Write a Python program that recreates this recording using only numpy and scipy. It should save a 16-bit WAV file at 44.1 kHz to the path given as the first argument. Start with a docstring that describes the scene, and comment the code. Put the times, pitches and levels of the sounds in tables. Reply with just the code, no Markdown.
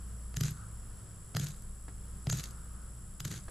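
"""A far motor hum that sinks and returns, a low outdoor rumble, a buzzing katydid and a high insect chorus.
Over them a thin knife is pushed along a fish backbone in four short strokes, on the lid of a plastic cooler.
In each stroke the tip snaps over bones, the hollow cooler thumps and the blade rasps on through wet flesh.
Air, chorus and rasp are shaped noise; hum, katydid and squeaks are wavering sines; snaps excite ringing modes."""
import sys
import numpy as np
from scipy import signal
from scipy.fft import rfft, irfft, next_fast_len
from scipy.io import wavfile
from scipy.ndimage import map_coordinates

SR = 44100
rng = np.random.default_rng(int(sys.argv[2]) if len(sys.argv) > 2 else 0)


def wav_out(sig):
    """Save sig, one row per channel (or a flat mono array), as 16-bit PCM at SR to the path in sys.argv[1]."""
    wavfile.write(sys.argv[1], SR, np.round(np.clip(np.atleast_2d(sig).T, -1, 1) * 32767).astype(np.int16))


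N = 154350


def amp(db):
    """Decibels to gain."""
    return 10 ** (np.asarray(db) / 20)


def unit(x):
    """Scale to rms 1."""
    return x / np.sqrt(np.mean(x ** 2) + 1e-20)


def along(points, hz):
    """Interpolate (freq_hz, value) points on a log frequency axis."""
    point_hz, value = np.transpose(points)
    return np.interp(np.log(hz + 1), np.log(point_hz + 1), value)


def wobble(knots_per_s):
    """Smooth random curve through normally distributed knots."""
    knots = rng.standard_normal(int(N * knots_per_s / SR) + 4)
    return map_coordinates(knots, [np.arange(N) * knots_per_s / SR])


def filtered(x, response):
    """Multiply the spectrum of x by a response of frequency in Hz."""
    size = x.shape[-1]
    padded = next_fast_len(size + 8192)
    spectrum = rfft(x, padded) * response(np.fft.rfftfreq(padded, 1 / SR))
    return irfft(spectrum, padded)[..., :size]


def spread(pair, alike):
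    """Turn two unrelated signals into left and right of the given likeness."""
    def mid_side_gains(hz):
        turn = np.arccos(np.clip(along(alike, hz), -1, 1)) / 2
        return np.array([np.cos(turn), np.sin(turn)])

    mid, side = filtered(pair, mid_side_gains)
    return np.array([mid + side, mid - side])


def noise(gain, alike, size):
    """Stereo noise of rms 1 with a gain curve over frequency."""
    white = rng.standard_normal((2, size))
    return unit(spread(filtered(white, gain), alike))


def band(centre_hz, width_hz, alike):
    """Stereo noise of rms 1 in one resonance."""
    return noise(lambda hz: (1 + ((hz - centre_hz) / width_hz) ** 2) ** -1.5, alike, size=N)


def add(out, start_s, sound):
    """Mix a sound in at start_s."""
    part = out[..., round(start_s * SR):][..., :sound.shape[-1]]
    part += sound[..., :part.shape[-1]]


# outdoor air spectrum: freq_hz, relative_level_db
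AIR_SPECTRUM = [(15, -6), (26, 9), (35, -1.5), (75, -8), (105, 1), (140, -9), (195, -7.5), (250, -22),
                (400, -22.5), (850, -30.5), (1300, -24.5), (2400, -40), (3200, -36.5), (4000, -42),
                (5400, -34), (6300, -42), (10500, -34.5), (11600, -50.5), (13800, -42), (15000, -82)]
# left-right likeness of background noise: freq_hz, likeness_0_to_1
AIR_ALIKE = [(110, 0.965), (400, 0.7), (8000, 0.55)]
# swells of far noise: centre_s, half_length_s, level_db
SWELLS = [(0.605, 0.094, -58), (2.517, 0.15, -61), (2.798, 0.082, -63.5)]
AIR_DB = -47.5
FAR_HZ, FAR_WIDTH_HZ = 1317, 310


def outdoors():
    """Low rumble and air as shaped noise; a narrow band of far noise swells under Gaussian envelopes."""
    t = np.arange(N) / SR
    level = amp(AIR_DB + 0.68 * wobble(4.846))
    air = level * noise(lambda hz: amp(along(AIR_SPECTRUM, hz)), AIR_ALIKE, size=N)
    swell = sum(amp(db) * np.exp(-((t - centre_s) / half_s) ** 2) for centre_s, half_s, db in SWELLS)
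    return air + swell * band(FAR_HZ, FAR_WIDTH_HZ, AIR_ALIKE)


# motor hum level: time_s, level_db
HUM_LEVEL = [(0, -43.5), (.35, -43), (.6, -49.5), (0.899, -49), (1.2, -59.5), (1.7, -49), (2.1, -46),
             (2.85, -46), (3.15, -53.5)]
HUM_HZ, HUM_WAVER_HZ = 58.63, 0.55


def hum():
    """A far motor drones on one low note: a slightly wavering sine of changing level."""
    time_s, level_db = np.transpose(HUM_LEVEL)
    phase = 2 * np.pi * np.cumsum(HUM_HZ + HUM_WAVER_HZ * wobble(4.17)) / SR
    return amp(np.interp(np.arange(N) / SR, time_s, level_db)) * np.sqrt(2) * np.sin(phase)


# one katydid wing stroke: share_of_stroke, pitch_hz, level_db
WING_STROKE = [(0, 9900, -11), (.2, 10500, -4), (.42, 10680, 1), (.66, 10450, -3), (.84, 9500, -5.5),
               (1, 8600, -10)]
WING_STROKES_PER_S, KATYDID_GAIN_DB, KATYDID_ALIKE = 69.3, -60, 0.91
KATYDID_ROUGH_HZ, WING_TOP_HZ = 230, 11500  # pitch roughness; upper edge of the sweeping song
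WING_GRIT_DB = 1.5  # unevenness of the file's teeth
WING_NOTE_HZ, WING_NOTE_WAVER_HZ, WING_NOTE_DB = 10710, 29.8, -4.5  # the wing's main resonance
WING_RING_HZ, WING_RING_WIDTH_HZ, WING_RING_DB = 13350, 310, -11  # the wing's upper resonance
CHORUS_HZ, CHORUS_WIDTH_HZ, CHORUS_DB = 7748, 620, -59.5  # many far insects blur into one band
INSECT_LEFT_DB = 1.5  # left minus right


def insects():
    """A katydid buzzes, pitch arching in every wing stroke and wing resonances sounding, over a far chorus."""
    share, pitch_hz, level_db = np.transpose(WING_STROKE)
    stroke = np.arange(N) / SR * WING_STROKES_PER_S % 1
    force = amp(np.interp(stroke, share, level_db))
    alike = [(WING_RING_HZ, KATYDID_ALIKE)]

    rough = np.array([wobble(3000), wobble(3000)])
    pitch = np.interp(stroke, share, pitch_hz) + KATYDID_ROUGH_HZ * rough
    tone = amp(WING_GRIT_DB * wobble(830)) * np.sin(2 * np.pi * np.cumsum(pitch, axis=1) / SR)
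    song = unit(spread(filtered(tone, lambda hz: 1 / (1 + (hz / WING_TOP_HZ) ** 80)), alike))

    note_hz = WING_NOTE_HZ + WING_NOTE_WAVER_HZ * wobble(WING_STROKES_PER_S)
    note = amp(WING_NOTE_DB) * np.sqrt(2) * np.sin(2 * np.pi * np.cumsum(note_hz) / SR)
    # force squared: loudest at the height of the stroke
    ring = amp(WING_RING_DB) * force ** 2 * band(WING_RING_HZ, WING_RING_WIDTH_HZ, alike)
    katydid = amp(KATYDID_GAIN_DB) * force * (song + note + ring)

    chorus = amp(CHORUS_DB) * band(CHORUS_HZ, CHORUS_WIDTH_HZ, AIR_ALIKE)
    return (katydid + chorus) * amp([[INSECT_LEFT_DB / 2], [-INSECT_LEFT_DB / 2]])


YARD_DB, YARD_T60_S = -9.5, 0.19


def yard(x):
    """A faint, short scatter from the surroundings: convolution with decaying noise."""
    t = np.arange(SR // 2) / SR
    tail = rng.standard_normal((2, len(t))) * amp(-60 * t / YARD_T60_S)
    scatter = signal.fftconvolve(x, tail / np.linalg.norm(tail[0]), axes=1)[:, :N]
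    return amp(YARD_DB) * scatter


# cooler modes: freq_hz, level_db, t60_s
COOLER_MODES = [(100.5, -15, 0.23), (125.5, 1, 0.14), (148.4, -5.5, 0.3), (188, -19, 0.25),
                (236, -17, 0.071), (326, -17.5, 0.063), (384.4, -18, 0.066)]
THUMP_LAG_S, THUMP_RISE_S = 0.0032, 0.0042


def cooler():
    """Each snap jolts the hollow cooler through the fish: its modes ring and decay."""
    out, t = np.zeros(N), np.arange(SR // 2) / SR
    modes = sum(amp(db - 60 * t / t60_s) * np.sin(2 * np.pi * hz * t) for hz, db, t60_s in COOLER_MODES)
    thump = -modes * (1 - np.exp(-t / THUMP_RISE_S))
    for start_s, _, thump_db, _, _ in BONES:
        add(out, start_s + THUMP_LAG_S, amp(thump_db) * thump)
    return out


SHUDDER_DB, SHUDDER_WIDTH_HZ = 3.5, 11.5  # level over the rasp; width of each mode


def shudder():
    """The dragging blade keeps the cooler rumbling softly: noise through its modes."""
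    def response(f):
        return sum(amp(db) / (1 + 1j * (f - hz) / SHUDDER_WIDTH_HZ) for hz, db, _ in COOLER_MODES)

    rumble = unit(filtered(rng.standard_normal(N), lambda f: np.abs(response(f)) ** 2))
    return amp(SHUDDER_DB) * cutting() * rumble


# dull taps of the hand and the knife handle: start_s, level_db
TAPS = [(1.8822, -46), (3.482, -44.5)]
# tap spectrum: freq_hz, relative_level_db
TAP_SPECTRUM = [(400, 4), (900, -7), (1500, -1.5), (2500, -14.5), (5000, -19.5), (12000, -46)]
# left-right likeness of knife noise: freq_hz, likeness_0_to_1
KNIFE_ALIKE = [(200, .995), (600, 0.88), (2000, 1), (12000, 0.85)]
TAP_T60_S = 0.08


def taps():
    """Soft, dull contacts: decaying shaped noise."""
    out, t = np.zeros((2, N)), np.arange(SR // 6) / SR
    for start_s, db in TAPS:
        thud = noise(lambda hz: amp(along(TAP_SPECTRUM, hz)), KNIFE_ALIKE, size=len(t))
        add(out, start_s, amp(db - 60 * t / TAP_T60_S) * thud)
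    return out


# steel squeaks on bone: start_s, length_s, start_hz, end_hz, level_db
SQUEAKS = [(2.305, 0.022, 5900, 7900, -36.5), (.447, 0.012, 6200, 6300, -43)]
SQUEAK_ROUGH_HZ, SQUEAK_FLICKER_DB = 300, 3.8


def squeaks():
    """Steel sticks and slips on bone: a short, rough, gliding whistle."""
    out = np.zeros(N)
    for start_s, length_s, start_hz, end_hz, db in SQUEAKS:
        share = np.linspace(0, 1, int(length_s * SR))
        hz = start_hz + (end_hz - start_hz) * share + SQUEAK_ROUGH_HZ * wobble(2480)[:len(share)]
        swell = np.sqrt(np.abs(np.sin(np.pi * share)))
        flicker = amp(SQUEAK_FLICKER_DB * wobble(770)[:len(share)])
        add(out, start_s, amp(db) * swell * flicker * np.sin(2 * np.pi * np.cumsum(hz) / SR))
    return out


# blade pushes through flesh: start_s, end_s, level_db
PUSHES = [(0.441, 0.467, -43.5), (0.477, 0.481, -47), (1.404, 1.435, -43.5), (1.453, 1.505, -55),
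          (2.317, 2.402, -45.5), (2.429, 2.446, -54), (3.264, 3.28, -48.5), (3.299, 3.373, -50)]
RASP_RISE_S, RASP_T60_S = 0.0092, 0.075
RASP_TAIL_DB, RASP_TAIL_T60_S = -15, 0.54  # slower wet tail


def cutting():
    """How hard the blade cuts: each push rises, holds and dies away in a wet tail."""
    t = np.arange(N) / SR
    level = np.zeros(N)
    for start_s, end_s, db in PUSHES:
        after_s = np.maximum(t - end_s, 0)
        rise = np.clip((t - start_s) / RASP_RISE_S, 0, 1)
        fall = amp(-60 * after_s / RASP_T60_S) + amp(RASP_TAIL_DB - 60 * after_s / RASP_TAIL_T60_S)
        level += amp(db) * rise * fall
    return level


SLIPS_PER_S, SLIP_DECAY_S, SLIP_DB = 120, 0.0025, 7  # mean rate; time constant; gain over the steady cut


def slips():
    """The edge catches and lets go at an uneven rate; each slip is a sudden, decaying spurt."""
    gap, size = rng.random((2, 1000))
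    at = (np.cumsum(0.5 + gap) * SR / SLIPS_PER_S).astype(int)
    kicks = np.bincount(at, 2 * size ** 2, N)[:N]
    return 1 + amp(SLIP_DB) * signal.lfilter([1], [1, -np.exp(-1 / (SLIP_DECAY_S * SR))], kicks)


# spectrum of the rasp and of the tip's crack: freq_hz, relative_level_db
RASP_SPECTRUM = [(230, 5), (450, -6), (1000, -12.5), (1500, 0), (2100, -6), (3100, -5), (4100, -1.5),
                 (5400, -6), (6700, 3), (8200, -6), (9900, -13.5), (11600, -8), (13200, -15), (14500, -40)]
GRAINS_PER_S, GRAIN_DECAY_S, RASP_SMOOTH = 450, 0.00069, 0.7  # RASP_SMOOTH: steady noise gain


def rasp():
    """Tiny tears of flesh and fine bones, each a short puff of noise, bunched into crackling slips."""
    grains = (rng.random(N) < GRAINS_PER_S / SR) * rng.random(N)
    puffs = signal.lfilter([1], [1, -np.exp(-1 / (GRAIN_DECAY_S * SR))], grains)
    tears = (RASP_SMOOTH + puffs) * rng.standard_normal((2, N))
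    coloured = filtered(tears * slips(), lambda hz: amp(along(RASP_SPECTRUM, hz)))
    return cutting() * unit(spread(coloured, KNIFE_ALIKE))


# modes of blade and bone: freq_hz, level_db
BLADE_MODES = [(400, -24.5), (700, -13.5), (1400, -11.5), (1980, -12), (3150, -7.5), (4200, -8.5),
               (4950, -5), (6100, -8.5), (6800, -12), (8600, -23), (10800, -12), (11600, -7.5),
               (12450, -14.5)]
LEAD_DB, LEAD_S = -4.5, 0.008  # a short noise swells up just before each crack
CLICK_RISE_S, CRACK_DB = 0.00048, -7.5
BLADE_T60_S, BLADE_SCATTER_DB, BLADE_STAGGER_S = 0.0065, 1.5, 0.000783  # stagger: latest mode onset


def click(length_s, tilt_db):
    """A short noise swells up; then, LEAD_S after the start, a crack and the brief ring of blade and bone."""
    t = np.arange(SR // 20) / SR - LEAD_S
    after_s = np.maximum(t, 0)

    def rise(age_s):
        return 1 - np.exp(-age_s / CLICK_RISE_S)

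    def tilt(hz):  # dB, pivoting at 4 kHz, constant below 500 Hz
        return tilt_db * np.log2(np.maximum(hz, 500) / 4000)

    lead_in = (t < 0) * amp(LEAD_DB + 20 * np.minimum(t, 0) / LEAD_S)
    envelope = rise(after_s) * np.exp(-(after_s / length_s) ** 2) + lead_in
    crack_noise = noise(lambda hz: amp(along(RASP_SPECTRUM, hz) + tilt(hz)), KNIFE_ALIKE, size=len(t))
    out = amp(CRACK_DB) * envelope * crack_noise
    for hz, db in BLADE_MODES:
        age_s = np.maximum(t - BLADE_STAGGER_S * rng.random(), 0)
        level_db = db + tilt(hz) + BLADE_SCATTER_DB * rng.standard_normal((2, 1))
        decay = amp(level_db - 60 * age_s / BLADE_T60_S)
        out = out + rise(age_s) * decay * np.sqrt(2) * np.sin(2 * np.pi * hz * age_s)
    return out


# tip snaps over bones: start_s, click_db, thump_db, length_ms, tilt_db_per_octave
BONES = [(0.3685, -25.5, -27, 2.6, 0), (0.4088, -25.5, -23, 4.2, 0.5), (0.435, -27, -31, 4, 0.5),
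         (0.508, -40.5, -36, 4.6, 6), (1.3491, -29, -25.5, 0.9, -4.5), (1.3677, -19.5, -27.5, 1.4, -2.2),
         (1.397, -28.5, -24.5, 3.5, 0.5), (1.4428, -42.5, -34.5, 2.2, 9.5),
         (2.2695, -28.5, -22.5, 1.5, -4.5), (2.2989, -23, -52, 3.9, -1.5), (2.327, -25, -22.5, 3.9, -1),
         (2.4054, -38, -53, 2, -1), (2.4389, -32.5, -55, 3.7, 1.5), (3.2035, -29.5, -37, 2.8, 0.5),
         (3.25, -29, -29, 7.9, -1), (3.279, -40, -30.5, 3, 4.5), (3.3145, -31.5, -30.5, 4, -0.5)]
# ticks of fine bones and wet flesh: start_s, level_db, tilt_db_per_octave
TICKS = [(0.342, -41.5, -4), (1.485, -39, 4), (1.622, -53.5, 11), (2.3724, -41, 8), (2.509, -48, 6),
         (3.3404, -41, -4.5), (3.360, -41, -2)]
TICK_LENGTH_S = 0.0029


def clicks():
    """The tip snaps over bones, and fine bones and flesh give small ticks."""
    out = np.zeros((2, N))
    for start_s, click_db, _, length_ms, tilt_db in BONES:
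        add(out, start_s - LEAD_S, amp(click_db) * click(length_ms / 1000, tilt_db))
    for start_s, db, tilt_db in TICKS:
        add(out, start_s - LEAD_S, amp(db) * click(TICK_LENGTH_S, tilt_db))
    return out


# knife stereo balance: freq_hz, left_minus_right_db
KNIFE_BALANCE = [(500, -0.5), (1100, -1), (2500, -0.5), (6000, 0.8), (12000, 2.5)]


def scene():
    """The knife close by, the cooler under it and the garden behind."""
    def balance(hz):
        return amp(along(KNIFE_BALANCE, hz) * np.array([[0.5], [-0.5]]))

    knife = filtered(clicks() + rasp() + squeaks() + taps(), balance)
    return knife + yard(knife) + cooler() + shudder() + hum() + outdoors() + insects()


TOP_HZ = 15600


def record(dry):
    """Remove everything from TOP_HZ upward."""
    return filtered(dry, lambda hz: hz < TOP_HZ)


dry = scene()
out = record(dry)
wav_out(out)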